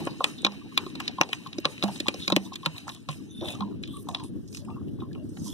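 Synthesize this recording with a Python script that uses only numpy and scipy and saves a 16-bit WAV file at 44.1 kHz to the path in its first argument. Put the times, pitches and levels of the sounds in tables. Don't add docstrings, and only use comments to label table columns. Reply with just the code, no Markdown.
import sys
import numpy as np
from scipy import signal
from scipy.fft import rfft, irfft, next_fast_len
from scipy.io import wavfile
from scipy.ndimage import uniform_filter1d, minimum_filter1d

SR = 44100
rng = np.random.default_rng(int(sys.argv[2]) if len(sys.argv) > 2 else 0)


def generate_wav(sig):
    pcm = np.round(np.clip(np.atleast_2d(sig).T, -1, 1) * 32767).astype(np.int16)
    wavfile.write(sys.argv[1], SR, pcm)


def decibels_to_gain(level_db):
    exponent = np.asarray(level_db, float) / 20
    return 10 ** exponent


N = 243873

# peak_s, pressure_db, hollow_rub_over_it_db, hiss_over_it_db
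STROKES = [(0.0, -43, 2.5, -6.5), (0.28, -44, -6, -3), (0.538, -47, -3.5, -9.5), (0.803, -45, -17.5, -6),
           (1.058, -42.5, -7.5, -32.5), (1.24, -51, -41, -5), (1.45, -51.5, 1, -8), (1.72, -47, -3, -6),
           (1.958, -46, -5, -2.5), (2.201, -45, -34, -3), (2.46, -55.5, -2, 0.5), (2.776, -48, -1.5, -3),
           (2.92, -70.5, 16.5, 17), (3.168, -56, -3, 0.5), (3.508, -47.5, -18.5, -4), (3.63, -58, 9, -30),
           (3.92, -62, -5.5, -11), (4.16, -59.5, 10.5, 2.5), (4.56, -75.5, 2, 22.5), (4.71, -73, 20, 7.5),
           (0.11, -50, -3, -9), (0.68, -61.5, -9.5, -20), (0.9, -52, -10.5, -11.5), (1.35, -48.5, -9, -5.5),
           (1.67, -48.5, -4.5, -7.5), (1.855, -44.5, -3.5, -7), (2.1, -49, -9, -6.5),
           (2.385, -51.5, -2.5, -6), (2.681, -49.5, -6, -6), (5.481, -63, 9.5, 20.5)]
PRESS_SPEED = [91, 159, 130]
EASE_SPEED = [84, 135, 125]
# pitch_hz, width_hz, level_db
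NECK = [(2650, 860, 11.5), (3470, 1130, 9), (3750, 490, 12.5)]
# pitch_hz, width_hz, level_db
HOLLOW = [(654, 1280, 0.5), (1150, 472, 6.5), (1800, 5500, -22)]
# pitch_hz, level_db
HISS = [(2500, -34), (4500, -3), (6000, -2), (9000, -3), (12000, -8.5), (14500, -10.5), (15500, -41.5)]

# time_s, level_db
WIND = [(0.0, -36.5), (0.57, -45), (1.0, -41.5), (1.22, -43.5), (1.35, -46), (1.72, -47), (1.99, -41),
        (2.31, -44.5), (2.66, -46.5), (2.93, -49), (3.33, -44.5), (3.62, -38), (4.02, -40.5), (4.24, -39),
        (4.48, -43.5), (4.85, -38), (5.17, -37.5), (5.53, -38.5)]
# pitch_hz, level_db_per_hz
WIND_COLOUR = [(20, -43.5), (70, -37), (120, -6), (180, -1.5), (300, 0), (420, -12), (560, -29),
               (800, -43.5), (1500, -85.5)]
# pitch_hz, level_db_per_hz
BUFFET = [(20, -30), (55, -22), (95, 3.5), (140, -11.5), (300, -52.5)]
# pitch_hz, level_db_per_hz
AIR = [(300, -27.5), (600, -8), (2000, -2), (4000, -3.5), (6000, -13.5), (10000, -16), (14000, -27),
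       (15500, -68.5)]

# start_s, peak_db, bright_hz, hollow_db, fizz_db
SNAPS = [(0.07, -28, 2400, 9, -15), (0.447, -4, 3670, -17.5, -13.5), (0.464, -13.5, 3340, -4, -29.5),
         (0.775, -3, 3340, -14.5, -9), (0.952, -28.5, 4040, -7.5, -3), (1, -23.5, 2270, -4.5, -1.5),
         (1.836, -14, 3970, -8.5, -3), (2.082, -8, 3140, -12, -7), (2.321, -7.5, 3640, -13.5, -32),
         (2.555, -22.5, 3480, -23.5, -5.5), (2.659, -7.5, 3290, -11, -11.5), (3.087, -25.5, 3800, 1, -6),
         (4.086, -30.5, 3600, 7.5, 7)]
# start_s, peak_db, bright_hz, hollow_db, fizz_db
CRACKS = [(0.242, -4.5, 3140, -12.5, -7), (1.212, -2, 2500, -6.5, -9.5), (1.33, -11.5, 2620, -16, -7.5),
          (1.653, -4, 3750, -8.5, -28), (1.825, -12, 3520, -11.5, -27), (2.001, -17, 3900, -32, 1),
          (2.278, -10, 3850, -15.5, -6), (2.363, -5, 4160, -10, -1), (4.147, -12, 3480, -12.5, -19),
          (5.369, -39.5, 2070, -5, -15.5), (1.078, -13, 4050, -24, -38), (3.484, -23, 3350, -24, -23),
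          (2.3, -18.5, 3390, -2, -1)]
# start_s, peak_db, bright_hz, hollow_db
TICKS = [(0.519, -38, 4700, -4), (1.646, -31, 4400, 1), (1.233, -24, 3600, -19.5),
         (1.289, -31.5, 4500, -16), (1.529, -25, 3860, -18.5), (1.583, -23, 5200, -41),
         (2.651, -30.5, 4300, -7), (1.958, -32.5, 3620, -9), (2.14, -26.5, 3700, -9.5),
         (2.537, -33, 3600, -39), (2.896, -27.5, 3570, -4), (3.835, -24, 3450, -30),
         (4.111, -40.5, 3100, -13.5), (4.197, -33.5, 3000, -14), (5.149, -37, 2790, -13),
         (4.7, -44.5, 2860, -4.5), (5.003, -41.5, 3450, -12), (0.384, -37, 4300, -29.5),
         (3.409, -35, 3600, -34), (4.88, -54, 2500, -22), (1.056, -40, 3700, -15),
         (1.779, -30.5, 2900, -22), (2.21, -36, 4000, -31), (2.24, -36, 5600, -21), (2.762, -36, 3900, -25),
         (1.831, -18.5, 4300, -11), (1.976, -36, 6700, -30), (1.3, -40, 4300, -32), (2, -31, 5600, -17.5),
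         (0.95, -38, 4400, -17), (0.9, -40, 3700, -11)]
# start_s, peak_db, pocket_hz, bright_db
POPS = [(0.205, -16, 1000, -20), (0.721, -45, 1150, -5), (0.863, -32.5, 1100, 0), (1.093, -36, 760, -1),
        (1.183, -21, 1050, -14), (1.46, -30, 1100, -7), (1.883, -25.5, 860, -12), (2.066, -26.5, 1100, 1.5),
        (2.058, -30, 1008, -10.5), (1.646, -21.5, 1200, -5.5), (2.518, -33, 1100, -20),
        (2.63, -38, 1100, 1.5), (2.868, -37, 950, -14), (3.606, -23.5, 1000, -2.5),
        (4.068, -41, 950, -28.5), (4.762, -39.5, 1060, -26), (3.418, -31, 520, -25), (3.432, -36, 700, -25),
        (3.444, -31.5, 600, -12), (3.452, -39, 794, -20), (3.535, -38.5, 480, -20),
        (3.621, -24.5, 1040, -10), (4.24, -43, 1000, -17), (4.682, -37, 1150, -25),
        (4.985, -48, 1050, -23.5), (5.017, -33, 1076, -27), (5.153, -46, 1100, -21),
        (5.174, -52, 1100, -24.5), (0.43, -36, 420, -31), (1.29, -33, 450, -15), (0.204, -24, 600, -30),
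        (2.142, -28, 420, -30), (4.81, -48, 1050, -30), (5.11, -50, 1750, -30)]
# start_s, peak_db, bright_hz,
# bright_db
SPITS = [(0.051, -32.5, 8200, 0.5), (0.418, -36, 8300, 0), (1.47, -34.5, 3900, 3), (1.879, -30.5, 1700, -1),
         (0.063, -35, 8300, 2), (2.073, -32, 5500, -1.5), (1.6, -40, 13000, 4), (1, -40.5, 5500, -1),
         (2.78, -28, 3700, 0), (2.879, -30, 1860, -3.5), (2.891, -26, 4250, -1), (2.918, -37, 3500, -1),
         (2.947, -35, 3680, -3.5), (3.875, -36, 3100, 1), (3.968, -45.5, 9100, 11), (4.526, -39.5, 5200, 0),
         (4.547, -27, 5600, 0.5), (4.57, -27, 6100, -0.5), (5.129, -44, 4000, 2), (1.2125, -15.5, 5900, 7),
         (0.242, -14.5, 8200, 1.5), (2.363, -20.5, 5700, 9), (3.522, -33.5, 6700, -3),
         (3.549, -42, 6500, 3), (4.236, -39.5, 8800, 3), (3.828, -42, 7500, 2), (3.113, -37, 7400, -3),
         (3.178, -49, 5700, -2), (4.648, -48, 8500, 5), (2.142, -32, 5600, 3)]
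TEAR_MS = [1.5, 0.909, 0.5, 0.5, 0.33]
# pitch_hz, level_db
FIZZ = [(2500, -61), (4200, -10.5), (5000, -12), (6000, -15), (7000, -7.5), (8500, -13), (11000, -18.5),
        (14000, -20.5), (15500, -27), (16500, -25)]

# pitch_hz, fade_by_60_db_s
YARD_FADE = [(200, 0.46), (1000, 0.11), (4000, 0.057), (12000, 0.12)]
# pitch_hz, level_db
YARD_COLOUR = [(1500, 1.5), (4000, -3), (7000, -6), (12000, -12.5)]

# start_s, peak_db, pitch_hz, fade_by_60_db_s, wall_slap_db
THUMPS = [(.068, -22, 354, 0.016, 11.5), (0.447, -30, 202.6, 0.37, 22.5), (0.863, -22.5, 360, 0.041, -3),
          (1.2075, -15.5, 167, 0.041, 10), (1.583, -16, 330, 0.034, 3.5), (1.654, -29.5, 148, 0.12, 17.5),
          (1.835, -18, 201.7, 0.24, 13), (2.002, -17.5, 336, 0.012, 2), (2.082, -25, 243, 0.058, 16.5),
          (2.279, -31.5, 196.5, 0.5, 17), (2.322, -19.5, 196.5, 0.36, 18),
          (2.365, -20.5, 195.5, 0.29, 21.5), (2.663, -24.5, 159, 0.16, 4.5), (3.088, -26, 148, 0.2, -51),
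          (3.611, -23.5, 200.5, 0.3, -4.5), (5.45, -29, 201.5, 0.22, -10.5)]

# start_s, length_s, pitch_hz, level_db
SLURPS = [(0.09, 0.045, 4500, -46), (1.3, 0.036, 2530, -43), (2.52, 0.03, 3800, -43),
          (2.191, 0.083, 3730, -35), (2.439, 0.05, 3700, -47.5), (3.42, 0.14, 3560, -36),
          (3.44, 0.13, 2596, -40), (5.16, 0.11, 585, -51.5), (4.59, 0.085, 580, -56),
          (5.442, 0.14, 3360, -47.5), (3.87, 0.18, 8700, -58), (2.755, 0.04, 3800, -46),
          (3.92, 0.1, 3700, -51), (3.875, 0.035, 3300, -47), (4.875, 0.03, 2900, -57)]
# start_s, length_s, pitch_hz, level_db
GULPS = [(3.411, 0.064, 345, -31.5), (3.547, 0.025, 1180, -43), (3.605, 0.039, 1010, -30),
         (4.675, 0.065, 893, -45.5), (4.679, 0.079, 1174, -48.5), (5.02, 0.07, 1072, -50),
         (0.379, 0.062, 3750, -40), (3.905, 0.08, 3450, -47), (4.231, 0.075, 10000, -52.5),
         (5.459, 0.041, 995, -47), (2.63, 0.025, 1100, -42), (5.0, 0.05, 3550, -55)]
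# start_s, length_s, pitch_hz, level_db
SMEARS = [(1.837, 0.095, 685, -36), (2.877, 0.028, 1020, -34.5), (2.91, 0.11, 3380, -50),
          (3.087, 0.068, 2700, -39), (3.409, 0.16, 628, -37.5), (4.147, 0.15, 3580, -47),
          (4.541, 0.072, 7550, -44.5), (4.09, 0.068, 6500, -52), (4.233, 0.065, 8800, -52.5),
          (4.476, 0.019, 5750, -48), (4.534, 0.098, 4300, -46), (4.991, 0.076, 2900, -60),
          (2.531, 0.016, 4830, -38.5), (3.09, 0.075, 8000, -47), (2.873, 0.04, 6000, -43),
          (2.878, 0.035, 1700, -43), (0.245, 0.09, 7000, -48), (3.832, 0.06, 3300, -46),
          (1.0, 0.1, 5500, -52), (1.335, 0.05, 5500, -47), (4.08, 0.06, 650, -43), (1.54, 0.02, 2900, -48),
          (5.29, 0.03, 7800, -55), (0.78, 0.09, 1100, -45), (0.25, 0.07, 1200, -45)]
# start_s, length_s, pitch_hz, level_db
RUSTLES = [
    (3.431, 0.116, 8600, -43.5),
    (3.883, 0.18, 11000, -52),
    (5.408, 0.1, 6000, -43),
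]
# start_s, length_s, pitch_hz, level_db
WHISTLES = [(0.61, 0.022, 1150, -51), (0.715, 0.018, 1150, -46), (3.272, 0.074, 6200, -56),
            (3.622, 0.14, 1006, -57), (3.928, 0.078, 1128, -44.5), (4.693, 0.1, 2725, -57.5),
            (5.148, 0.094, 2800, -60), (3.287, 0.25, 3590, -44.5), (3.254, 0.27, 10840, -59),
            (3.3, 0.12, 10200, -65), (3.392, 0.075, 5670, -54.5), (2.825, 0.05, 780, -53),
            (0.53, 0.016, 1150, -52)]
SWELL_KINDS = [(0.167, 0.43), (0.12, 0.053), (0.57, 0.16), (0.73, 0.73), (0.055, 0.45)]

# pitch_hz, turn_radians
CHANNEL_TURN = [(60, -3), (120, -2), (300, 0), (1280, 0), (1750, -1), (2000, -2.9), (2480, -3.4), (2850, -4.3),
                (3100, -5.8), (3900, -7.6), (4350, -8.9), (4600, -9.8), (4900, -10.5), (5400, -12.9),
                (6100, -13.2), (6600, -10.6), (7500, -9.5), (8300, -7.5)]
# pitch_hz, level_db
CHANNEL_DB = [(60, 2), (130, 1.5), (290, 2), (640, 0.5), (1410, 0.5), (3100, 2.5), (6820, -5.5), (15000, -1)]
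# pitch_hz, level_db
OVERALL_TONE = [(20, -2), (70, 0.5), (13000, -3.5), (13600, -12), (14100, -2), (14800, -3), (15600, -16),
                (16600, -26)]
# pitch_hz, share
SKIPPED = [(4000, 0), (7000, .04), (9500, .07), (11500, .15), (13000, .25), (13600, .5), (14200, .3),
           (15000, .6)]
# pitch_hz, share
CANCELLED = [(1980, 0), (2080, .8), (2330, .8), (2430, 0), (4350, 0), (4450, .3), (4800, .3), (4950, 0)]

SLIDE_SAME = 0.87


def read(points, hz):
    f, value = np.transpose(points)
    return np.interp(np.log(hz + 1), np.log(f + 1), value)


def evened(x):
    return x / np.sqrt(np.mean(x ** 2) + 1e-20)


def peaked(x):
    return x / abs(x).max()


def add(mix, s, sound):
    part = mix[round(s * SR):][:len(sound)]
    part += sound[:len(part)]


def ring(x, hz, width):
    return signal.lfilter(*signal.iirpeak(hz, hz / width, SR), x)


def double_ring(x, hz, first_width, second_width):
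    return ring(ring(x, hz, first_width), hz, second_width)


def body(x, modes):
    return sum((-1) ** k * decibels_to_gain(db) * ring(x, hz, width) for k, (hz, width, db) in enumerate(modes))


def colour(x, points):
    log_gain = np.log(decibels_to_gain(read(points, np.fft.rfftfreq(2048, 1 / SR))))
    circle = np.r_[log_gain, log_gain[-2:0:-1]]
    taps = np.fft.ifft(np.exp(np.conj(signal.hilbert(circle)))).real[:1024]
    taps = taps.reshape((1,) * (x.ndim - 1) + (-1,))
    return signal.oaconvolve(x, taps, axes=-1)[..., :x.shape[-1]]


def likened(a, b, same):
    return np.array([a, same * a + np.sqrt(1 - same ** 2) * b])


def pair(same):
    return likened(*rng.standard_normal((2, N)), same)


def wobble(hz):
    smooth = signal.butter(N=2, Wn=hz, fs=SR, output="sos")
    return evened(signal.sosfilt(smooth, rng.standard_normal(N)))


def patchy(x, patch_db):
    z = signal.stft(x, nperseg=512)[2]
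    field = rng.standard_normal(z.shape[1:])
    field = evened(uniform_filter1d(uniform_filter1d(field, size=2, axis=0), size=7, axis=1))
    return evened(signal.istft(z * decibels_to_gain(patch_db * field), nperseg=512)[1][:, :N])


def contact(over_db, press_db_per_s, ease_db_per_s):
    s, db = np.transpose(STROKES)[:2, :, None]
    t = np.arange(0, N + 64, 64) / SR
    away_db = np.maximum(press_db_per_s * (s - t), ease_db_per_s * (t - s))
    level_db = db + np.reshape(over_db, (-1, 1)) - away_db
    return np.interp(np.arange(N) / SR, t, np.sqrt((decibels_to_gain(level_db) ** 2).sum(0)))


def slide():
    layers = zip((0, *np.transpose(STROKES)[2:]), PRESS_SPEED, EASE_SPEED)
    neck, hollow, hiss = (contact(*layer) for layer in layers)
    bubbles = decibels_to_gain(6.55 * np.minimum(rng.exponential(1, (3, N)), 3)) * (rng.random((3, N)) < 120 / SR)
    bubbles = signal.oaconvolve(bubbles, signal.windows.hann(250)[None], axes=1)[:, :N]
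    bursts = 1 + np.array([[0.07], [0.15], [0.035]]) * bubbles
    squeak = patchy(body(bursts[0] * pair(SLIDE_SAME), NECK), patch_db=1.5)
    rub = patchy(body(body(bursts[1] * pair(SLIDE_SAME), HOLLOW), HOLLOW), patch_db=8.5)
    spray = patchy(colour(bursts[2] * pair(0.5), HISS), patch_db=5)
    wet = decibels_to_gain(1.0 + 2.2 * wobble(hz=9.0))
    return neck * squeak + hollow * rub + wet * hiss * spray


def wind():
    t = np.arange(N) / SR
    db = np.interp(t, *np.transpose(WIND))
    gusts = decibels_to_gain(db + 1.9 * wobble(hz=26.7) + 1.2 * wobble(hz=4.0))
    rumble = patchy(colour(pair(0.14), WIND_COLOUR), patch_db=2.0)
    deep_db = -13 - 0.44 * (db - db.mean()) + 1.5 * t
    deep = decibels_to_gain(deep_db + 2.0) * evened(colour(pair(0.84), BUFFET))
    roar_db = -23 + 1.2 * (db - db.max())
    roar = decibels_to_gain(roar_db) * evened(double_ring(pair(0.5), 520, 220, 220))
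    air = decibels_to_gain(-67.5) * patchy(colour(pair(0.97), AIR), patch_db=2.0)
    return gusts * (rumble + deep + roar) + air


def tears():
    wide = 1100, 1813
    rim_hz = 3460
    snap, crack, tick, pop, spit = TEAR_MS
    rows = []
    for tear_ms, table in ((snap, SNAPS), (crack, CRACKS)):
        rows += [(s, tear_ms, db, hz, db + low, *wide, db + fizz) for s, db, hz, low, fizz in table]
    rows += [(s, tick, db, hz, db + low, *wide, db - 28) for s, db, hz, low in TICKS]
    rows += [(s, pop, db + top, rim_hz, db, hz, 220, db - 28) for s, db, hz, top in POPS]
    rows += [(s, spit, db + top, hz, db - 24, *wide, db) for s, db, hz, top in SPITS]
    return rows


def snaps():
    out, lead = np.zeros((2, N)), 0.008
    late = np.arange(2400) / SR - lead
    threads = np.where(late < 0, 0.02 * np.exp(late / 0.0062), 0.054 * np.exp(-late / 0.0017))
    for s, tear_ms, db, hz, hollow_db, pocket_hz, width, fizz_db in tears():
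        ms = tear_ms - 0.035 * max(db, hollow_db, fizz_db)
        ms = max(ms, 0.2)
        u = np.maximum(late, 0) * 1000 / ms
        shape = u * np.exp(-u) + threads
        grit = rng.standard_normal((3, len(late)))
        grit += 9 / ms * (abs(u - 1) == abs(u - 1).min())
        tear, sides = grit[0] * shape, grit[1:] * shape

        neck = 0.071 * body(body(tear, NECK), NECK)
        bright = decibels_to_gain(db + 2.0) * peaked(double_ring(tear, hz, 750, 2800) + neck)
        hollow = decibels_to_gain(hollow_db) * peaked(double_ring(body(tear, HOLLOW), pocket_hz, width, 2 * width))
        fizz = decibels_to_gain(fizz_db) * peaked(colour(tear + 1.58 * sides, FIZZ))
        scatter = ring(sides, hz=2018, width=1020) + 0.5 * ring(sides, hz=4700, width=900)
        scatter = decibels_to_gain(db - 15.0) * peaked(scatter)
        for side in range(2):
            add(out[side], s - lead, bright + hollow + fizz[side] + scatter[side])
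    return out


def yard(x):
    hz, t, z = signal.stft(pair(0.55)[:, :SR // 2], SR, nperseg=128)
    level_db = read(YARD_COLOUR, hz)[:, None] - 60 * t / read(YARD_FADE, hz)[:, None]
    tail = signal.istft(z * decibels_to_gain(level_db), SR, nperseg=128)[1]
    tail *= 1 + 3.0 * np.exp(-np.arange(tail.shape[1]) / SR / 0.006)
    tail[:, :100] = 0
    return signal.fftconvolve(x[None], tail / np.linalg.norm(tail[0]), axes=1)[:, :N]


def thumps():
    out, t = np.zeros((2, N)), np.arange(SR // 3) / SR
    for s, db, hz, fade_s, slap_db in THUMPS:
        air = decibels_to_gain(-60 * t / max(fade_s, 0.02)) * np.sin(2 * np.pi * hz * t)
        air *= 1 - np.exp(-t / 0.0039)
        wall = np.sin(2 * np.pi * 310 * t) + 0.54 * np.sin(2 * np.pi * 560 * t)
        slap = decibels_to_gain(slap_db - 60 * t / 0.022) * wall * (1 - np.exp(-t / 0.0037))
        for side, sign in enumerate((-1, 1)):
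            both = decibels_to_gain(sign * 3.5) * air + decibels_to_gain(-sign * 0.7) * slap
            add(out[side], s + 0.0014, decibels_to_gain(db) * both)
    return out


def swells():
    out = np.zeros((2, N))
    tables = SLURPS, GULPS, SMEARS, RUSTLES, WHISTLES
    for rows, (share, rising) in zip(tables, SWELL_KINDS):
        for s, length, hz, db in rows:
            u, width = np.linspace(0, 1, round(length * SR)), 1.02 * share * hz
            a, b, flutter = rng.standard_normal((3, len(u)))
            noise = likened(a, b, SLIDE_SAME)
            noise *= decibels_to_gain(3.1 * evened(uniform_filter1d(flutter, size=200)))
            shape = np.interp(u, [0, np.clip(rising, 0.02, 0.95), 1], [0, 1, 0]) ** 0.82
            sound = decibels_to_gain(db) * shape * evened(double_ring(noise, hz, width, width))
            for side in range(2):
                add(out[side], s, sound[side])
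    return out


def scene():
    clicks = snaps()
    return slide() + wind() + clicks + decibels_to_gain(-12) * yard(clicks.mean(0)) + thumps() + swells()


def squelch(x, near_db, far_db):
    hz, _, z = signal.stft(np.array([x[0] + x[1], x[0] - x[1]]) / 2, SR, nperseg=1024)
    upper = (hz > 950)[:, None]
    power = uniform_filter1d(uniform_filter1d(abs(z) ** 2, size=5, axis=1), size=2, axis=2) * upper
    neighbours = -minimum_filter1d(-power.max(0), size=11, axis=0) / decibels_to_gain(2 * near_db)
    whole = -minimum_filter1d(-power[:, hz > 1500].max((0, 1)), size=3) / decibels_to_gain(2 * far_db)
    under_db = 10 * np.log10((np.maximum(neighbours, whole) + 1e-20) / (power + 1e-20))
    keep = decibels_to_gain(-np.clip(8 * under_db, 0, 30) * upper)

    treble = (abs(z) ** 2 * upper).sum((0, 1))
    sudden = treble > 1.9 * uniform_filter1d(treble, size=7)
    keep[:, (hz[:, None] < 3000) & sudden] = 1

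    luck = rng.random((2, len(hz) // 12 + 1, z.shape[2] // 5 + 1))
    luck = luck.repeat(12, axis=1).repeat(5, axis=2)[:, :len(hz), :z.shape[2]]
    after = np.roll(sudden, 1) & ~sudden
    skipped = luck < read(SKIPPED, hz)[:, None] * (1 + 2 * after)
    keep[skipped & ~sudden] = 0.03
    cancelled = luck[1] < read(CANCELLED, hz)[:, None]
    keep[0][cancelled & ~sudden] = 0.03
    mid, side = signal.istft(z * keep, SR, nperseg=1024)[1][:, :N]
    return np.array([mid + side, mid - side])


def low_pass(x):
    return signal.sosfilt(signal.butter(12, 16500, fs=SR, output="sos"), x)


def record(dry):
    size = next_fast_len(N + 4096)
    hz = np.fft.rfftfreq(size, 1 / SR)
    half = np.exp(0.5j * read(CHANNEL_TURN, hz)) / decibels_to_gain(0.5 * read(CHANNEL_DB, hz))
    tone = decibels_to_gain(read(OVERALL_TONE, hz)) * np.array([1 / half, half])
    channels = irfft(rfft(dry, size) * tone, size)[:, :N]
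    mix = np.clip(squelch(channels, near_db=12, far_db=44.5), -0.99, 0.99)
    return low_pass(mix)


dry = scene()
out = record(dry)
generate_wav(out)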